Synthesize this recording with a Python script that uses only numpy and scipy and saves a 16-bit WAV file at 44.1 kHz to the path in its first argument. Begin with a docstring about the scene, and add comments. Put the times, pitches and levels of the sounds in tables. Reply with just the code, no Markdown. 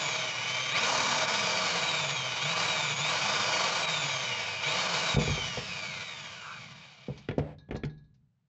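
"""At a wooden bench in a small workshop, a corded drill bores through a plastic cap.
The motor, already spinning, speeds up with five squeezes of the trigger and coasts in between.
Brushes, gears and the bit rasp through the drill's shell, the motor whines and the bench hums.
The bit breaks through with a thump and the cap scrapes. The drill runs down and is laid on the
bench with a few knocks and a short slide, and a loose steel part bounces with a faint clink."""
import sys
import numpy as np
from scipy import signal
from scipy.fft import rfft, irfft
from scipy.io import wavfile
from scipy.ndimage import uniform_filter1d

SR = 44100
rng = np.random.default_rng(int(sys.argv[2]) if len(sys.argv) > 2 else 0)


def wrap_up_sound(samples):
    """Save the sound to the file named by the first command line argument, as 16-bit audio."""
    columns = np.atleast_2d(samples).T
    # keep every value between -1 and 1, then stretch to whole-number steps
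    tamed = np.clip(columns, -1, 1)
    steps = np.round(tamed * 32767).astype(np.int16)
    wavfile.write(sys.argv[1], SR, steps)


N = 373953
TIME = np.arange(N) / SR
HZ = np.fft.rfftfreq(N, 1 / SR)
CRUISE = 150  # the motor's usual speed [turns/s]
THROUGH_S, DOWN_S = 5.13, 7.23  # the bit breaks through, the drill is down
RUMBLE_FADE_S = 8.19  # the low rumble fades away


def amp(db):
    """Turns decibels into a number to multiply a sound by."""
    return 10 ** (np.asarray(db) / 20)


def evened(x):
    """Scales a signal to an average strength (rms) of 1."""
    return x / np.sqrt(np.mean(x ** 2) + 1e-20)


def read(points, hz):
    """Looks up a table between its frequencies, spaced as the ear hears pitch."""
    f, value = np.transpose(points)
    return np.interp(np.log(hz + 1), np.log(f + 1), value)


def coloured(x, gain):
    """Turns each frequency up or down by its gain; the result has strength 1."""
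    return evened(irfft(rfft(x) * gain, N))


def drift(rate, size=8192):
    """A random wander of strength 1, with up to about `rate` wiggles a second."""
    hz = np.fft.rfftfreq(size, TIME[-1] / size)
    slow = irfft(rfft(rng.standard_normal(size)) / (1 + (hz / rate) ** 4), size)
    return evened(np.interp(TIME, np.linspace(0, TIME[-1], size), slow))


def crackle(per_s, spread_db):
    """Tiny clicks at random moments, some louder than others."""
    clicks = rng.standard_normal(N) * (rng.random(N) < per_s / SR)
    return clicks * amp(spread_db * np.minimum(rng.exponential(1, N), 3))


def add(mix, s, sound):
    """Mixes a sound in, starting at s seconds."""
    part = mix[round(s * SR):][:len(sound)]
    part += sound[:len(part)]


def ring(modes, detune=0.018):
    """A struck object's tones, a little different each time; each fades 60 dB in its fade time, t60."""
    t = TIME[:SR // 2]
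    x = np.zeros(len(t))
    for hz, db, t60 in modes:
        pitch = hz * (1 + detune * rng.uniform(-0.96, 1))
        onset = 1 - np.exp(-(3 * hz * t) ** 2)
        x += amp(db - 60 * t / t60) * np.sin(2 * np.pi * (pitch * t + rng.random())) * onset
    return x / np.std(x[:SR // 50])


def burst(spectrum, t60, rise_s=0.0012):
    """A fading puff of noise that starts at strength 1."""
    size = SR // 2
    gain = amp(read(spectrum, np.fft.rfftfreq(size, 1 / SR)))
    x = irfft(rfft(rng.standard_normal(size)) * gain, size)
    x *= amp(-60 * TIME[:size] / t60) * (1 - np.exp(-TIME[:size] / rise_s))
    return x / np.std(x[:SR // 50])


def rub(stroke, spectrum, level_db, stutter_db):
    """The noise of one surface catching and slipping on another."""
    start, rise, hold, fade = stroke
    envelope = np.interp(TIME, start + np.cumsum([0, rise, hold, fade]), [0, 1, 1, 0])
    noise = coloured(rng.standard_normal(N), amp(read(spectrum, HZ)))
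    return envelope * amp(level_db + stutter_db * drift(60)) * noise


def coast(speed, seconds, friction=41.5, drag=.289):
    """Speed left after spinning freely: friction takes a steady amount, drag takes a share."""
    return np.maximum((speed + friction / drag) * np.exp(-drag * seconds) - friction / drag, 1)


# trigger squeezes: (start [s], release [s], top speed [turns/s], ease [1 abrupt to 2 gentle],
# friction afterwards [turns/s lost each s])
TRIGGER = [(.345, .715, 130.6, 1, 42), (.715, .905, 264.4, 1, 44.8), (2.34, 2.585, 171, 2, 40.5),
           (2.965, 3.38, 207.4, 1.55, 45.8), (4.6, 4.84, 185.4, 1, 50)]
def motor_speed(first_speed=147.1, snag_loss=5.9, snag_s=.07):
    """Turns per second: each squeeze speeds the motor up, then it coasts; breaking through snags it."""
    speed = coast(first_speed, TIME)
    for start, release, top, ease, friction in TRIGGER:
        low = np.interp(start, TIME, speed)
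        progress = np.clip((TIME - start) / (release - start), 0, 1)
        rising = low + (top - low) * np.sin(np.pi / 2 * progress) ** ease
        falling = coast(top, TIME - release, friction)
        speed = np.select([TIME < start, TIME < release], [speed, rising], falling)
    since = np.maximum(TIME - THROUGH_S, 0)
    snagged = np.interp(THROUGH_S, TIME, speed) - snag_loss * (1 - np.exp(-since / snag_s))
    return np.where(TIME < THROUGH_S, speed, coast(snagged, since))


def current(full_acceleration=1000):
    """Electric current, 0 to 1: the motor draws more the faster it gains speed."""
    acceleration = np.gradient(motor_speed(), TIME)
    return uniform_filter1d(np.clip(acceleration / full_acceleration, 0, 1), size=1500)


def through(clear_s=0.03):
    """0 while the bit is in the cap, 1 once it is clear."""
    return np.clip((TIME - THROUGH_S) / clear_s, 0, 1)


# the hand bearing down and easing off: (time [s], bite strength [dB])
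HAND_PRESSURE = [(0, -37), (.64, -42.5), (.76, -50.5), (.87, -32.5), (1.25, -34.5), (1.7, -37), (2.3, -39),
                 (2.55, -37), (3.0, -37.5), (3.2, -35.5), (3.6, -35), (4.25, -39), (4.6, -42),
                 (4.78, -37.5), (5.13, -36)]
def bite(hard_bite_db=-33):
    """How hard the bit cuts, in dB; 0 is a hard bite."""
    return np.interp(TIME, *np.transpose(HAND_PRESSURE)) - hard_bite_db


# the overall tone of the drill's shell: (frequency [Hz], level [dB])
SHELL_TONE = [(40, -21), (110, 1), (280.0, -0.5), (400.0, 0.5), (900.0, 0), (1800.0, 3.5), (2800.0, -12),
              (4800.0, -5), (7000.0, -8.5), (7600.0, -15.5), (8100.0, -34), (8500.0, -36)]
# pitches at which the shell rings: (frequency [Hz], width [Hz], boost [dB])
SHELL_PEAKS = [(325, 90, -4), (485, 80, 8.5), (640, 68, 14.5), (761, 45, 6.5), (907, 150, 9),
               (1002, 74, 4.5), (1165, 130, 11), (1452, 124, 9), (1633, 92, 3), (1830, 200, -3),
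               (2325, 260, 14.5), (2505, 130, 8.5), (2855, 170, 12.5), (3070, 230, 9.5), (3235, 105, 6.5),
               (3590, 230, 9), (3836, 135, 11), (4060, 180, -2.5), (4534, 300, 4.2), (5700, 120, 2.4),
               (6653, 160, 2.5)]
def shell_gain():
    """How well the drill's shell passes each frequency, at most 1."""
    peaks = sum(boost / (1 + (2 * (HZ - f) / width) ** 2) for f, width, boost in SHELL_PEAKS)
    db = read(SHELL_TONE, HZ) + peaks
    return amp(db - db.max())


def wear(speed, turns, size=512, fewest_bumps=10):
    """Worn parts meet the same tiny bumps on every turn, which makes a buzz."""
    fine = np.arange(size // 2 + 1) >= fewest_bumps
    bumps = irfft(rfft(rng.standard_normal(size)) * fine, size)
    return np.interp(turns * size, np.arange(size), bumps, period=size) * np.sqrt(speed * size / SR)


# low grinding, middle rattle and high brush hiss: (level at CRUISE [dB], rise per doubled speed [dB],
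# speed where the rise ends [turns/s], change at full current [dB], change once through [dB])
RASP_LAYERS = [(-39, 12.5, 174, 1.5, -1.5), (-36.5, 9, 158.4, 4, -3), (-42.5, 10, 179, -1, -1)]
# brush hiss leaving through the air vents: (frequency [Hz], level [dB])
ESCAPING_HISS = [(600, -1), (1300, 0), (1900, 0), (3000, 7), (4500, 4), (7300, -15), (8300, -23)]
def rasp(speed, turns, shell, bars=24, vent_db=-52, stop_db_per_s=45):
    """Brushes, teeth and bit make tiny hits, bunched as the motor's contact bars pass the brushes."""
    pull, clear = current(), through()
    repeating = np.interp(clear, [0, 1], [.3, .45])  # share of hits that return every turn
    hits = np.sqrt(1 - repeating) * evened(crackle(SR / 2, spread_db=1))
    hits += np.sqrt(repeating) * wear(speed, turns)
    hits *= (1 + 0.38 * np.cos(2 * np.pi * bars * turns)) * (1 + 0.015 * np.cos(2 * np.pi * turns))
    hits *= amp(1.1 * drift(42) + 0.32 * drift(6.8))  # quick flutter, slow swell
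    hiss = coloured(hits, np.sqrt(shell) * amp(read(ESCAPING_HISS, HZ)))
    out = amp(vent_db + 4 * np.log2(speed / CRUISE)) * hiss
    below_rattle, below_hiss = 1 / (1 + (HZ / 1950) ** 16), 1 / (1 + (HZ / 4250) ** 24)
    bands = below_rattle, below_hiss - below_rattle, 1 - below_hiss
    for (db, rise, full, pull_db, clear_db), band in zip(RASP_LAYERS, bands):
        db += rise * np.log2(np.minimum(speed, full) / CRUISE) + pull_db * pull + clear_db * clear
        out += amp(db) * coloured(hits, shell * band)
    return out * amp(-stop_db_per_s * np.maximum(TIME - DOWN_S, 0))


# the cap under the bit's edges: (frequency [Hz], level [dB])
CAP_GRIND = [(400, -9), (650, -3), (950, 2), (1350, -4.5), (2200, -11.5), (5000, -32.5)]
# the bit's grooves scraping the rim of the hole: (frequency [Hz], level [dB])
RIM_SCRAPE = [(1200, -24), (2400, -1.5), (3200, -2), (4600, 3), (6500, 2), (8400, -19.5)]
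def cutting(turns, shell, grind_db=-34, scrape_db=-39, contrast=1.94, gear_ratio=14, chips_per_s=3500):
    """The bit's two edges tear chips from the cap and scrape the hole, pulsing as they turn."""
    pulses = 1 + 0.42 * np.cos(2 * np.pi * 2 * turns / gear_ratio + drift(2.6))
    level = amp(contrast * bite()) * (1 - through())
    grind = coloured(crackle(chips_per_s, spread_db=2) * pulses, shell * amp(read(CAP_GRIND, HZ)))
    scrape = coloured(crackle(chips_per_s, spread_db=2) * pulses, amp(read(RIM_SCRAPE, HZ)))
    return level * (amp(grind_db) * grind + amp(scrape_db) * scrape)


# tones of fan blades, contact bars and gear teeth: (pitch [times motor speed], level [dB])
MOTOR_TONES = [(18, -36), (22, -46), (23, -45), (24, -36), (25, -44), (28, -46), (29, -40), (37, -43),
               (42, -48), (47, -43), (48, -36), (49, -44), (72, -48), (73, -48), (96, -45), (97, -47),
               (120, -43)]
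# gears that sing only while the bit cuts: (pitch [times motor speed], level [dB])
GEAR_TONES = [(4, -48), (8, -43), (12, -48), (14, -52), (20, -43)]
# how well the vents let the whine out: (frequency [Hz], level [dB])
VENT_TONE = [(500, -18), (1700, -13), (2200, -2), (2800, -1), (3400, -2), (3780, 2), (4150, 0), (4600, -2),
             (6000, -2), (6700, 5), (7600, 1)]
def whine(speed, turns, shell, boost_db=4.5, surge_db=-28.5, full_speed=140):
    """Spinning parts sing tones that follow the motor's speed, and blur and weaken in a hard bite."""
    tones = np.zeros(N)
    outlet = shell ** .78 * amp(read(VENT_TONE, HZ))
    loaded = 1 - through()
    pressure = loaded * amp(bite()) ** 2
    jitter = .2 + .6 * pressure  # the bite shakes the gears [radians]
    for table, engaged in (MOTOR_TONES, 1), (GEAR_TONES, loaded):
        for multiple, db in table:
            tone = np.cos(2 * np.pi * multiple * turns + jitter * drift(70)) * (1 + .3 * drift(30))
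            level = engaged * amp(db + boost_db + 2 * drift(5))
            tones += level * np.interp(multiple * speed, HZ, outlet) * tone
    tones *= amp(-4 * pressure - 3 * through()) * np.minimum(speed / full_speed, 1) ** 1.5
    # heavy current while speeding up makes the motor's twelve slots sing
    slots = np.sqrt(np.interp(12 * speed, HZ, outlet)) * np.cos(2 * np.pi * 12 * turns)
    return np.sqrt(2) * (tones + amp(surge_db) * current() ** 2 * slots)


def hum(speed, turns, hum_db=-51.5, peak_hz=142, width_hz=22, boost_db=8, seated_s=1.0):
    """The off-balance motor shakes the bench through the bit, most of all near peak_hz."""
    # grows as the bit settles in, fades once through, and is held down by a hard bite
    contact_db = -7 * np.maximum(1 - TIME / seated_s, 0)
    contact_db -= 18 * np.maximum(TIME - THROUGH_S, 0) + 0.22 * bite()
    peak_db = boost_db / (1 + (2 * (speed - peak_hz) / width_hz) ** 2)
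    level = amp(hum_db + contact_db + peak_db) * np.minimum(speed / peak_hz, 1) ** 2
    chatter = (.25 + .6 * amp(bite()) ** 2) * drift(25)
    return np.sqrt(2) * level * np.sin(2 * np.pi * turns + chatter) * (1 + .3 * drift(18))


# how long the workshop echoes: (frequency [Hz], fade time [s])
ECHO_TIMES = [(100, 0.75), (250, 0.35), (800, 0.19), (3000, 0.2), (8000, 0.057)]
def room(x):
    """Scattered echoes of a small, cluttered workshop; the low notes last longest."""
    echoes = rng.choice([-1., 1.], SR) * (rng.random(SR) < 2000 / SR) * (TIME[:SR] > .004)
    hz, t, bands = signal.stft(echoes, SR, nperseg=256)
    tail = signal.istft(bands * amp(-60 * t / read(ECHO_TIMES, hz)[:, None]), SR, nperseg=256)[1]
    return signal.fftconvolve(x, tail / np.linalg.norm(tail))[:N]


def drill(wobble=0.001016, room_db=-14):
    """One motor drives rasp, cutting, whine and hum; the room echoes the rougher sounds."""
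    speed = motor_speed() * (1 + wobble * drift(31.6))
    turns, shell = np.cumsum(speed) / SR, shell_gain()
    rough = rasp(speed, turns, shell) + cutting(turns, shell)
    return rough + amp(room_db) * room(rough) + whine(speed, turns, shell) + hum(speed, turns)


# the bench's low rumble: (frequency [Hz], level [dB])
RUMBLE_TONE = [(20, -42.5), (45, -19), (70, -18), (130, 3), (205, -4.5), (280, -25), (600, -46),
               (1500, -61.5), (8000, -73)]
# hands leaning on the bench and shifting the cap: (time [s], level [dB])
HAND_NUDGES = [(5.47, -46.5), (5.72, -55), (5.92, -50), (6.28, -55.5), (6.65, -51.5)]
def bench_rumble(boring_db=-54, shudder_db=-33, resting_db=-64, nudge_s=0.17):
    """The bench is shaken by the boring bit, by the cap snagging as the bit comes out, and by hands."""
    boring = amp(boring_db) * (1 - through()) * motor_speed() / CRUISE
    shudder = through() * amp(shudder_db - 60 * np.maximum(TIME - THROUGH_S, 0))
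    resting = amp(resting_db - 55 * np.maximum(TIME - RUMBLE_FADE_S, 0))
    nudges = sum(amp(db) * np.exp(-((TIME - s) / nudge_s) ** 2) for s, db in HAND_NUDGES)
    rumble = coloured(rng.standard_normal(N), amp(read(RUMBLE_TONE, HZ)))
    return np.sqrt(boring ** 2 + shudder ** 2 + resting ** 2 + nudges ** 2) * rumble


def still_air(level_db=-88):
    """The faint, steady hush of the workshop's air."""
    spectrum = [(100, -7.5), (700, -12.5), (2000, -18.5), (8000, -28.5)]
    return amp(level_db) * coloured(rng.standard_normal(N), amp(read(spectrum, HZ)))


# brief dropouts: (time [s], half-width [s], depth [dB])
LEVEL_DIPS = [(.737, .012, -7), (1.264, .011, -14), (1.86, .012, -5), (2.145, .012, -6), (2.55, .012, -7),
              (2.95, .012, -6), (3.866, .012, -17), (4.88, .012, -7), (5.176, .012, -20), (6.74, .012, -6)]
def dipped(x, held_db=3):
    """The sound drops out briefly now and then, leaving a few held tones."""
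    gain = amp(sum(db * np.exp(-((TIME - s) / width) ** 2) for s, width, db in LEVEL_DIPS))
    held_tones = amp(held_db) * irfft(rfft(x) * shell_gain() ** 0.91, N)
    return gain * x + (1 - gain) * held_tones


# low tones of the whole bench top: (frequency [Hz], level [dB], fade time [s])
TOP_TONES = [(67.5, 2.5, 0.063), (115, 1.5, 0.07), (151.5, -2, 0.14), (217, -6.5, 0.11)]
# higher tones of its boards: (frequency [Hz], level [dB], fade time [s])
BOARD_TONES = [(403, -1.5, 0.067), (444, -5.5, 0.042), (486, 2, 0.075), (636, -10.5, 0.17),
               (724, -6.5, 0.063), (790, -18, 0.32), (892, -16, 0.13)]
def bench_blow(thud_db, wood_db):
    """One blow on the bench: the top thuds and the boards knock with a puff of woody noise."""
    top, boards = ring(TOP_TONES, detune=.03), ring(BOARD_TONES, detune=.03)
    grain = burst([(120, -6), (300, 7), (600, -12), (1000, -2), (1800, -24), (8000, -45)], t60=0.13)
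    return amp(thud_db + 1) * top + amp(wood_db - 6.5) * (boards + amp(-8.5) * grain)


# jolts from the bit: (time [s], thud [dB], wooden knock [dB])
BIT_JOLTS = [(5.143, -32.5, -46), (5.163, -24.5, -26.5), (5.183, -30.5, -25), (5.213, -40, -29),
             (5.276, -35, -30), (5.295, -30, -41), (5.377, -45, -33.5), (5.572, -42, -31)]
def breakthrough(boost_db=0.5):
    """The bit breaks through the cap and jolts the bench."""
    out = np.zeros(N)
    for s, thud, wood in BIT_JOLTS:
        add(out, s, amp(boost_db) * bench_blow(thud, wood))
    return out


# the cap's move: (start [s], rise [s], hold [s], fade [s])
CAP_MOVE = (6.39, .08, .04, .1)
def cap_scrape():
    """The plastic cap scrapes across the bench."""
    spectrum = [(700, -18), (1050, 6), (1550, 11), (2100, -35)]
    return rub(CAP_MOVE, spectrum, level_db=-45, stutter_db=2.5)


# the drill landing and rocking: (time [s], thud [dB], wooden knock [dB], plastic clack [dB])
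LANDINGS = [(7.084, -36.5, -37.5, -70), (7.098, -37.5, -44, -82), (7.2872, -33, -33.5, -44),
            (7.311, -40.5, -39, -50.5), (7.3809, -33, -25, -56.5), (7.392, -31, -38.5, -51.5),
            (7.688, -47, -50, -72), (7.709, -38, -38, -49), (7.723, -38, -37.5, -58),
            (7.746, -38.5, -38.5, -62), (7.757, -42, -38, -56.5), (7.835, -31.5, -39, -48),
            (7.85, -41, -45, -57)]
# the noise of a plastic clack: (frequency [Hz], level [dB])
CLACK_TONE = [(700, -23.5), (1300, 7), (2200, 10), (3200, 2.5), (3800, -6), (6800, -20), (8200, -49)]
# tones of the struck shell: (frequency [Hz], level [dB], fade time [s])
SHELL_RING = [(1410, 0, 0.042), (1720, -2.5, .04), (2380, -5, 0.034), (2380, -10, 0.06),
              (2880, -9.5, 0.038), (3340, -4.5, 0.062)]
def set_down(push_db=9, push_s=.0008):
    """Each time the drill touches the bench, it gives the boards a hard push and its shell clacks."""
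    out = np.zeros(N)
    u = TIME[:SR // 2] / push_s - 2
    push = u * np.exp(-u ** 2) * np.sqrt(2 * np.e)  # one swing down and back, peak 1
    for s, thud, wood, clack in LANDINGS:
        plastic = amp(2) * burst(CLACK_TONE, t60=0.039, rise_s=0.00063) + amp(-4) * ring(SHELL_RING)
        add(out, s, bench_blow(thud, wood) + amp(wood + push_db) * push + amp(clack) * plastic)
    return out


# small plastic ticks: (time [s], level [dB])
TICK_TIMES = [(7.175, -54.5), (8.141, -79)]
def plastic_ticks():
    """Plastic ticks lightly, each tick a short puff of noise."""
    out = np.zeros(N)
    spectrum = [(500, 8), (1500, 1), (4000, 5), (6500, 1.5), (8200, -26)]
    for s, db in TICK_TIMES:
        add(out, s, amp(db) * burst(spectrum, t60=0.11))
    return out


# the chuck hitting the bench: (time [s], level [dB])
CHUCK_HITS = [(7.383, -58), (7.765, -57.5), (7.849, -58)]
# the noise of one hit: (frequency [Hz], level [dB])
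SNAP_TONE = [(2500, -22), (4200, 8.5), (5500, 3), (7200, -2.5), (8200, -33.5)]
def chuck_snaps():
    """The chuck, the clamp that holds the bit, snaps sharply against the bench."""
    out = np.zeros(N)
    for s, db in CHUCK_HITS:
        add(out, s, amp(db) * burst(SNAP_TONE, t60=0.054, rise_s=.0003))
    return out


# the drill's move: (start [s], rise [s], hold [s], fade [s])
DRILL_MOVE = (7.39, .01, .11, .05)
def drill_slide():
    """The drill rubs a short way along the wood."""
    spectrum = [(200, -18), (550, 18.5), (780, 9), (1100, -1), (2500, -6.5), (7000, -30.5)]
    return rub(DRILL_MOVE, spectrum, level_db=-49, stutter_db=0.5)


# a loose steel part bouncing: (time [s], level [dB])
BOUNCES = [(7.585, -56.5), (7.753, -49), (7.8975, -57), (7.978, -65), (8.041, -73)]
# its ringing tones: (frequency [Hz], level [dB], fade time [s])
STEEL_TONES = [(1670, -3.5, 0.35), (1660, -3, 0.16), (2360, -17, 0.28), (3488, -19, .1), (3720, 1, 0.1),
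               (3970, -3, 0.088), (4270, -3, 0.092), (4860, -13, 0.11), (5400, -12, 0.087),
               (6200, -18, .14)]
# its rattle: (frequency [Hz], level [dB])
STEEL_RATTLE = [(1000, -3), (3200, -19), (3850, -3), (4300, -6), (4800, -28), (6000, -18), (6800, -39)]
def steel_clinks(ring_db=-6.5):
    """A loose steel part rings and rattles at each bounce."""
    out = np.zeros(N)
    for s, db in BOUNCES:
        clink = amp(ring_db) * ring(STEEL_TONES, detune=0.0022) + 0.19 * burst(STEEL_RATTLE, t60=0.34)
        add(out, s, amp(db) * clink)
    return out


def scene(room_db=-15):
    """Drill and bench close by, with the workshop echoing softly."""
    contacts = breakthrough() + cap_scrape() + set_down() + plastic_ticks()
    contacts += chuck_snaps() + drill_slide() + steel_clinks()
    echo = amp(room_db) * room(contacts)
    return (dipped(drill()) + contacts + echo + bench_rumble() + still_air())[None]


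def record(dry, low_hz=46, high_hz=8300):
    """The microphone loses the deepest bass, and the recorder cuts the highest treble."""
    lean = signal.sosfilt(signal.butter(3, low_hz, "high", fs=SR, output="sos"), dry)
    treble_cut = signal.firwin(301, high_hz, window=("kaiser", 9), fs=SR)
    return signal.oaconvolve(lean, treble_cut[None], "same")


dry = scene()
out = record(dry)
wrap_up_sound(out)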